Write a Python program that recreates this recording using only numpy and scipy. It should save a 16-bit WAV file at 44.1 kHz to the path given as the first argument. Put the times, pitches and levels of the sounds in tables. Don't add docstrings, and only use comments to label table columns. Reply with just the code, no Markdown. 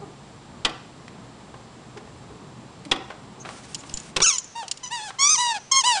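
import sys
import numpy as np
from scipy import signal
from scipy.fft import rfft, irfft, next_fast_len
from scipy.io import wavfile
from scipy.ndimage import map_coordinates

SR = 44100
rng = np.random.default_rng(int(sys.argv[2]) if len(sys.argv) > 2 else 0)


def file_out(sig):
    cols = np.atleast_2d(sig).T
    lim = np.clip(cols, -1, 1)
    pcm = np.round(lim * 32767).astype(np.int16)
    wavfile.write(sys.argv[1], SR, pcm)


N = 264600
BAND_LIMIT_HZ = 10020


def amp(db):
    return 10 ** (np.asarray(db) / 20)


def unit(x):
    return x / np.sqrt(np.mean(x ** 2) + 1e-20)


def along(points, hz):
    f, values = np.transpose(points)
    return np.interp(np.log(hz + 1), np.log(f + 1), values)


def curves(rows, t):
    times, *columns = np.transpose(rows)
    return [np.interp(t, times, column) for column in columns]


def wobble(rate, size):
    knots = rng.standard_normal(int(size * rate / SR) + 4)
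    return map_coordinates(knots, [np.arange(size) * rate / SR])


def filtered(x, response):
    size = next_fast_len(len(x) + 8192)
    return irfft(rfft(x, size) * response(np.fft.rfftfreq(size, 1 / SR)), size)[:len(x)]


def noise(spectrum, size):
    return unit(filtered(rng.standard_normal(size), lambda hz: amp(along(spectrum, hz))))


def resonate(x, modes):
    return filtered(x, lambda f: sum(
        (-1) ** k * amp(db) * 1j * f * width / (hz * hz - f * f + 1j * f * width)
        for k, (hz, width, db) in enumerate(modes)))


def decay(t, t60, attack):
    t = np.maximum(t, 0)
    return 1000. ** (-t / t60) * (1 - np.exp(-t / attack))


def add(track, s, sound):
    start = max(round(s * SR), 0)
    track[start:start + len(sound)] += sound[:N - start]


def background_shift(start_s=4.17, length_s=0.07):
    return np.clip((np.arange(N) / SR - start_s) / length_s, 0, 1)


# f/Hz, level/dB
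MURMUR_SPECTRUM = [(71, -54), (120, 1), (179, -3.5), (214, -3.5), (287, -7.5), (372, -10), (616, -15),
                   (780, -12.5), (1180, -15.5), (1360, -22), (2000, -29), (2600, -52), (4400, -120)]
RUMBLE_SPECTRUM = [(15, -48), (25, -23), (59, 0.5), (100, 3), (130, -33), (220, -120)]
HISS_SPECTRUM = [(880, 1), (1500, -1.5), (2900, -3.5), (4180, -4), (6360, -9.5), (7760, -8.5),
                 (8400, -12.5), (10000, -14.5), (13000, -44), (22000, -120)]

def open_air():
    shift = background_shift()
    murmur = amp(-46 - 9 * shift + wobble(9, N)) * noise(MURMUR_SPECTRUM, N)
    rumble = amp(-57.5 - 19 * shift + 1.4 * wobble(3.02, N)) * noise(RUMBLE_SPECTRUM, N)
    hiss = amp(-52.5 + 1.1 * shift) * noise(HISS_SPECTRUM, N)
    return murmur + rumble + hiss


# f/Hz, level/dB
WHINE_TONE = [(7590, -68)]

def camera_whine():
    hz, db = WHINE_TONE[0]
    phase = 2 * np.pi * np.cumsum(hz + 12 * wobble(120, N)) / SR
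    return amp(db - 9 * background_shift()) * np.sqrt(2) * np.sin(phase)


# midpoint t/s, level/dB, f/Hz, duration/s
GRUNT_NOTES = [(0.031, -40.5, 364, 0.061), (1.974, -40.5, 384.3, 0.043), (2.312, -47, 404.5, 0.044),
               (2.869, -40.5, 359, .03), (3.391, -48.5, 365, 0.063)]

def grunts():
    out = np.zeros(N)
    for s, db, hz, length in GRUNT_NOTES:
        size = int(length * SR)
        phase = 2 * np.pi * np.cumsum(hz * (1 + 0.112 * wobble(171, size))) / SR
        voice = unit(np.sin(phase) + 0.41 * np.sin(2 * phase) + 0.26 * np.sin(3 * phase))
        add(out, s - length / 2, 1.33 * amp(db) * voice * np.hanning(size))
    return out


# f/Hz, T60/s
GARDEN_T60 = [(200, 0.33), (1200, 0.56), (3500, 0.59), (6300, 0.93), (10000, 0.23)]

def garden_echo(x, wet_db, treble_db, wall_db, wall_s):
    hz, t, bands = signal.stft(rng.standard_normal(SR // 2), SR, nperseg=256)
    tail = signal.istft(bands * decay(t, along(GARDEN_T60, hz)[:, None], 0.0047), SR, nperseg=256)[1]
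    colour = [(200, 14), (1200, 5.5), (2200, 0), (3400, -7.5), (6000, treble_db), (10000, treble_db - 24.5)]
    tail = filtered(tail, lambda f: amp(along(colour, f)))
    diffuse = signal.fftconvolve(x, tail / np.linalg.norm(tail))[:N]
    wall = filtered(x, lambda f: np.exp(-2j * np.pi * f * wall_s))
    return amp(wet_db) * diffuse + amp(wall_db) * wall


# t/s, level/dB, relative cavity level/dB, delay of the back teeth/s
JAW_CLOSURES = [(.649, -6, 3.5, 0.0027), (2.9138, -7, 4.5, 0.0032)]
# f/Hz, bandwidth/Hz, level/dB
TOOTH_MODES = [(2380, 1040, -8), (3340, 480, 1), (4040, 260, -10.5), (4600, 230, -7), (7200, 870, -25)]
# f/Hz, level/dB
CLACK_SPECTRUM = [(500, -18), (850, -16), (1200, -9.5), (1670, -29), (2550, -10.5), (3360, -0.5),
                  (4310, -12.5), (5420, -16), (8370, -17), (8750, -31), (9480, -16.5), (10000, -31),
                  (13000, -64), (22000, -120)]
MOUTH_SPECTRUM = [(80, -37), (150, -14), (300, 0.5), (400, -3), (490, 2), (630, -5), (780, 2.5),
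                  (1000, -1.5), (1320, 1.5), (1650, -7.5), (1920, 3), (2300, -17), (3200, -17), (6000, -70)]

def jaw_snaps():
    out, t = np.zeros(N), np.arange(-SR // 200, SR // 4) / SR
    for s, db, cavity_db, gap in JAW_CLOSURES:
        lips = 0.11 * decay(t + 0.0015, 0.033, 0.0011)
        front = 1.28 * decay(t, 0.04, 0.00033)
        back = decay(t - gap, 0.033, 0.0011)
        jowls = 0.17 * decay(t - 0.012, 0.075, 0.003)
        contacts = lips + front + back + jowls
        teeth = amp(-10.5) * unit(resonate(rng.standard_normal(len(t)), TOOTH_MODES)) * contacts
        clack = amp(-12.5) * noise(CLACK_SPECTRUM, len(t)) * contacts
        mouth = amp(cavity_db - 13) * noise(MOUTH_SPECTRUM, len(t)) * decay(t, 0.086, 0.0039)
        add(out, s + t[0], amp(db) * (teeth + clack + mouth))
    return out


# t/s, level/dB
RECORDER_THUMPS = [(0.648, -29.5), (2.916, -28), (3.942, -27), (4.165, -30), (4.222, -28)]

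def recorder_thumps():
    out, t = np.zeros(N), np.arange(SR // 4) / SR
    for s, db in RECORDER_THUMPS:
        add(out, s, amp(db) * decay(t, 0.093, 0.00029))
    return out


# t/s, level/dB, T60/s, centre f/Hz
SCUFF_CONTACTS = [(1.080, -30.5, 0.027, 2200), (1.541, -29.5, 0.052, 890), (1.971, -30.5, .065, 1920),
                  (2.074, -34, 0.035, 795), (2.851, -31, 0.049, 4050), (3.102, -25, 0.079, 1050),
                  (3.45, -26.5, 0.13, 1240), (3.490, -16.5, 0.011, 1530), (3.496, -36, .08, 1300),
                  (3.836, -28, 0.032, 1100), (4.178, -32, 0.24, 2470), (4.628, -30, 0.053, 910),
                  (5.105, -19, 0.023, 1320), (5.86, -42, 0.24, 600)]
# f/centre, level/dB
SCUFF_SPECTRUM = [(.1, -32), (.3, -3.5), (.6, 2.5), (1, 3), (1.6, -4), (3, -8), (6, -25), (12, -34.5)]

def scuffs():
    out, t = np.zeros(N), np.arange(SR // 4) / SR
    for s, db, t60, centre_hz in SCUFF_CONTACTS:
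        colour = [(multiple * centre_hz, level) for multiple, level in SCUFF_SPECTRUM]
        grit = unit(noise(colour, len(t)) * amp(1.5 * wobble(600, len(t))))
        add(out, s, amp(db - 5.5) * grit * decay(t, t60, 0.00043))
    return out


# midpoint t/s, level/dB, f/Hz, duration/s
AIR_WISPS = [(3.415, -43, 6340, 0.052), (3.797, -44, 7050, 0.044), (3.957, -45, 7200, 0.038),
             (4.396, -34, 6700, 0.039), (5.379, -24, 6100, 0.028)]

def pipe_wisps():
    out = np.zeros(N)
    for s, db, hz, length in AIR_WISPS:
        size = int(length * SR)
        pipe = [(hz, 700, 0)]
        hiss = resonate(resonate(rng.standard_normal(size), pipe), pipe)
        add(out, s - length / 2, amp(db) * unit(hiss) * np.hanning(size))
    return out


# t/s, level/dB
SLEEVE_SWING = [(3.44, -46.5), (3.59, -49.5), (3.858, -52), (3.984, -48.5), (4.13, -47.5)]
# f/Hz, level/dB
CLOTH_SPECTRUM = [(880, -10), (1500, 0), (2530, -0.5), (5130, -1.5), (5560, 0), (6890, -1.5), (9310, -3),
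                  (10000, -5), (13000, -38), (22000, -120)]

def sleeve():
    t = np.arange(N) / SR
    fade = np.clip(np.minimum(t - SLEEVE_SWING[0][0], SLEEVE_SWING[-1][0] - t) / 0.049, 0, 1)
    folds = amp(2 * wobble(70, N))
    return fade * amp(curves(SLEEVE_SWING, t)[0]) * unit(noise(CLOTH_SPECTRUM, N) * folds)


# t/s, level/dB, relative pipe level/dB
GRIP_CLICKS = [(3.7458, -16, -6), (3.7504, -22.5, -3), (3.8947, -27, -20), (3.9392, -25, 9),
               (3.9722, -19.5, -9), (4.0003, -37.5, 8.5), (4.382, -16, 1.5), (4.68, -20, -32),
               (4.713, -9, -7), (5.8217, -27, -29)]
# f/Hz, level/dB
TICK_SPECTRUM = [(470, -62), (800, -27), (1940, -15), (2350, -17.5), (2900, 2.5), (3660, -11.5), (4120, -1),
                 (5360, -0.5), (7130, -6.5), (8900, -11), (10000, -10.5), (13000, -46), (22000, -120)]

def shell_clicks():
    out, t = np.zeros(N), np.arange(SR // 5) / SR
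    for s, db, ring_db in GRIP_CLICKS:
        tick = noise(TICK_SPECTRUM, len(t)) * decay(t, 0.03, 0.00081)
        ring = unit(resonate(rng.standard_normal(len(t)), [(7050, 120, 0)])) * decay(t, 0.031, 0.00081)
        add(out, s, amp(db - 5.5) * (tick + amp(ring_db + 4) * ring))
    return out


# t/s, level/dB, relative thud level/dB
CATCH_IMPACTS = [(4.1622, -20, -1.5), (4.165, -7, -12), (4.170, -12.5, -5.5), (4.2029, -13, -2.5),
                 (4.214, -26, -1)]
# f/Hz, level/dB
SLAP_SPECTRUM = [(530, -60), (900, -20), (1610, -12), (1900, -5.5), (2730, 2), (3020, -6), (3960, 0.5),
                 (4700, -9), (5570, -7.5), (10000, -18.5), (13000, -55), (22000, -120)]
THUD_SPECTRUM = [(59, -49), (100, -22), (182, -2.5), (248, -19), (389, 2), (520, -3.5), (620, -15),
                 (1090, -5), (1240, -13), (1500, -6.5), (1950, -30), (3300, -120)]

def catch():
    out, t = np.zeros(N), np.arange(SR // 4) / SR
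    for s, db, thud_db in CATCH_IMPACTS:
        slap = noise(SLAP_SPECTRUM, len(t)) * decay(t, 0.033, 0.00023)
        thud = noise(THUD_SPECTRUM, len(t)) * decay(t, 0.099, 0.00045)
        add(out, s, amp(db - 5) * (slap + amp(thud_db - 1.5) * thud))
    return out


def register_levels(tone_db, fundamental_db, whistle_db, top_db):
    overtones_db = tone_db - 10 * np.log10(1 + amp(fundamental_db) ** 2)
    return [overtones_db + fundamental_db, overtones_db, whistle_db, whistle_db - top_db]


# f/Hz, level/dB
TOY_RESPONSE = [(1000, 23.5), (1950, 3.5), (2900, 7.5), (3900, 6.5), (4800, 3.5), (5500, 5), (6300, 6.5),
                (7100, -0.5), (8000, -5), (8800, -3), (10000, -14)]
JET_SPECTRUM = [(200, -24), (400, -10.5), (560, -5), (800, -12.5), (1500, -7.5), (3500, -8.5), (5000, -0.5),
                (6300, -4.5), (7300, 8), (10000, -11.5)]
REGISTER_EDGES = [5200, 7300]

def reed(pitch, levels, jitter, flutter_db, air_db, stall_hz=880, count=14):
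    size = len(pitch)
    t = np.arange(size) / SR
    unsteady = jitter + 0.047 * np.clip((stall_hz - pitch) / 100, 0, 1)
    pitch = pitch * (1 + unsteady * wobble(700, size) + 0.00277 * wobble(58, size))
    phase = 2 * np.pi * np.cumsum(pitch) / SR
    k = np.arange(1, count + 1)[:, None]
    hz = k * pitch
    shading_db = 3 * np.array([wobble(41.4, size) for _ in k])
    weight = amp(along(TOY_RESPONSE, hz) + shading_db) ** 2 * (hz < BAND_LIMIT_HZ + 500)
    overtone = k > 1
    high, top = [overtone / (1 + np.exp((edge - hz) / 120)) for edge in REGISTER_EDGES]
    registers = [k == 1, overtone - high, high - top, top]
    power = sum(amp(db) ** 2 * band * weight / (np.sum(band * weight, axis=0) + 1e-6)
                for db, band in zip(levels, registers))
    depth = np.minimum(hz / 6000, 1)
    flutter = amp(flutter_db * depth * np.array([wobble(596, size) for _ in k]))
    slip = rng.uniform(0, np.pi, (count, 1)) + 0.74 * depth * np.array([wobble(218.5, size) for _ in k])
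    shimmer = 1 + 0.1 * wobble(450, size)
    tone = shimmer * np.sum(np.sqrt(2 * power) * flutter * np.cos(k * phase + slip), axis=0)
    jet = noise(JET_SPECTRUM, size) * (1 + 0.77 * np.cos(phase))
    air = amp(air_db) * np.sqrt(power[1:].sum(axis=0)) * jet
    fade = np.clip(np.minimum(t, t[-1] - t) / 0.0058, 0, 1)
    return (tone + air) * fade


# t/s, f/Hz, tone level/dB, whistle level/dB
BITE_CURVES = [
    [(4.215, 1162, -20, -30), (4.221, 1147, -20.5, -16.5), (4.241, 1410, -29.5, -17.5),
     (4.247, 1547, -23, -17), (4.255, 1535, -26.5, -19.5), (4.267, 1333, -22, -20), (4.285, 1333, -27, -18),
     (4.317, 1098, -27.5, -22.5), (4.378, 948, -42.5, -37.5)],
    [(4.828, 977.7, -48, -62), (4.834, 1007, -37, -39), (4.84, 1020, -38.5, -34), (4.864, 985, -39, -41.5),
     (4.878, 1007, -46, -39), (4.894, 990, -55, -49), (4.898, 990, -37, -51)],
    [(5.185, 1013, -22, -42), (5.191, 1047, -28.5, -29.5), (5.205, 1090, -24, -23.5),
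     (5.235, 1121, -20, -17), (5.281, 1182, -23.5, -17.5), (5.325, 1271, -27.5, -17.5),
     (5.345, 1212, -28, -18.5), (5.361, 1010, -27, -25), (5.374, 926, -58, -27.5)],
    [(5.711, 1032, -42, -48), (5.715, 1036, -26.5, -24.5), (5.721, 1081, -21.5, -13.5),
     (5.735, 1066, -22.5, -26), (5.781, 1078, -18, -17.5), (5.805, 1062, -22, -22),
     (5.821, 920, -36.5, -30), (5.826, 970, -43, -40)],
]
# fundamental over overtones/dB, top under whistle/dB, relative jitter, flutter/dB
BITE_TIMBRES = [(-5.5, 13.5, 0.03, 3.5), (-1, 19, 0.01, 3.8), (-2.5, 13, 0, 2.5), (-0.5, 12.5, 0, 3)]

def bites():
    out = np.zeros(N)
    for rows, (fundamental_db, top_db, jitter, flutter_db) in zip(BITE_CURVES, BITE_TIMBRES):
        t = np.arange(rows[0][0], rows[-1][0], 1 / SR)
        pitch, tone_db, whistle_db = curves(rows, t)
        levels = register_levels(tone_db, fundamental_db, whistle_db, top_db)
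        add(out, t[0], reed(pitch, levels, jitter, flutter_db, air_db=-20))
    return out


# t/s, depth/dB, half-width/s
GRIP_CHOKES = [(4.322, 9.5, 0.0038), (5.286, 8, 0.0039), (5.536, 5, 0.0055)]

def choke_gain():
    t = np.arange(N) / SR
    return amp(-sum(depth_db * np.exp(-((t - s) / half) ** 2) for s, depth_db, half in GRIP_CHOKES))


# t/s, f/Hz, tone level/dB
REFILL_CURVES = [
    [(4.549, 876, -57), (4.553, 892.4, -38), (4.561, 934, -33.5), (4.591, 940, -31), (4.609, 907.4, -33.5),
     (4.635, 794, -35.5), (4.666, 715, -52)],
    [(4.901, 820, -55), (4.911, 882, -35.5), (4.929, 959, -28), (4.953, 958, -29.5), (5.005, 847, -36.5),
     (5.047, 864, -36.5), (5.071, 829, -36.5), (5.097, 759, -38), (5.105, 751.4, -34)],
    [(5.373, 880, -33), (5.383, 941.7, -24.5), (5.403, 990, -22), (5.499, 936, -24), (5.523, 902, -24),
     (5.535, 864, -28.5), (5.569, 810, -28.5), (5.59, 700, -43)],
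    [(5.832, 825.4, -47), (5.84, 875, -22.5), (5.856, 973, -21), (5.876, 993, -17), (5.91, 960, -19),
     (5.946, 872, -24), (5.98, 786, -24.5), (5.992, 747.9, -29), (5.999, 715, -24)],
]
# fundamental over overtones/dB, initial whistle over tone/dB, dulling/(dB/s), air/dB
REFILL_TIMBRES = [(7.5, -17.5, 10, -13.5), (0, -15, -31, -12), (2, -8.5, 49, -13), (1, -10, 26, -11)]

def refills():
    out = np.zeros(N)
    for rows, (fundamental_db, start_db, dull_db_per_s, air_db) in zip(REFILL_CURVES, REFILL_TIMBRES):
        t = np.arange(rows[0][0], rows[-1][0], 1 / SR)
        pitch, tone_db = curves(rows, t)
        whistle_db = tone_db + start_db - dull_db_per_s * (t - t[0])
        levels = register_levels(tone_db, fundamental_db, whistle_db, top_db=1)
        add(out, t[0], reed(pitch, levels, jitter=0.0027, flutter_db=2.7, air_db=air_db))
    return out


# t/s, level/dB
TOY_ECHO_LEVEL = [(4.2, 1), (4.9, 3), (5.3, 4.5), (5.8, -8)]

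def scene():
    dog = jaw_snaps() + scuffs() + grunts()
    toy = choke_gain() * (bites() + refills()) + catch() + shell_clicks() + pipe_wisps()
    echo_gain = amp(curves(TOY_ECHO_LEVEL, np.arange(N) / SR)[0])
    dog_echo = garden_echo(dog, wet_db=-14, treble_db=-7, wall_db=-21.5, wall_s=0.045)
    toy_echo = garden_echo(toy * echo_gain, wet_db=-29.5, treble_db=9, wall_db=-20, wall_s=0.06)
    background = open_air() + camera_whine() + sleeve()
    return (dog + toy + dog_echo + toy_echo + recorder_thumps() + background)[None]


def record(dry):
    return filtered(dry[0], lambda hz: 1 / np.sqrt(1 + (hz / BAND_LIMIT_HZ) ** 200))[None]


dry = scene()
out = record(dry)
file_out(out)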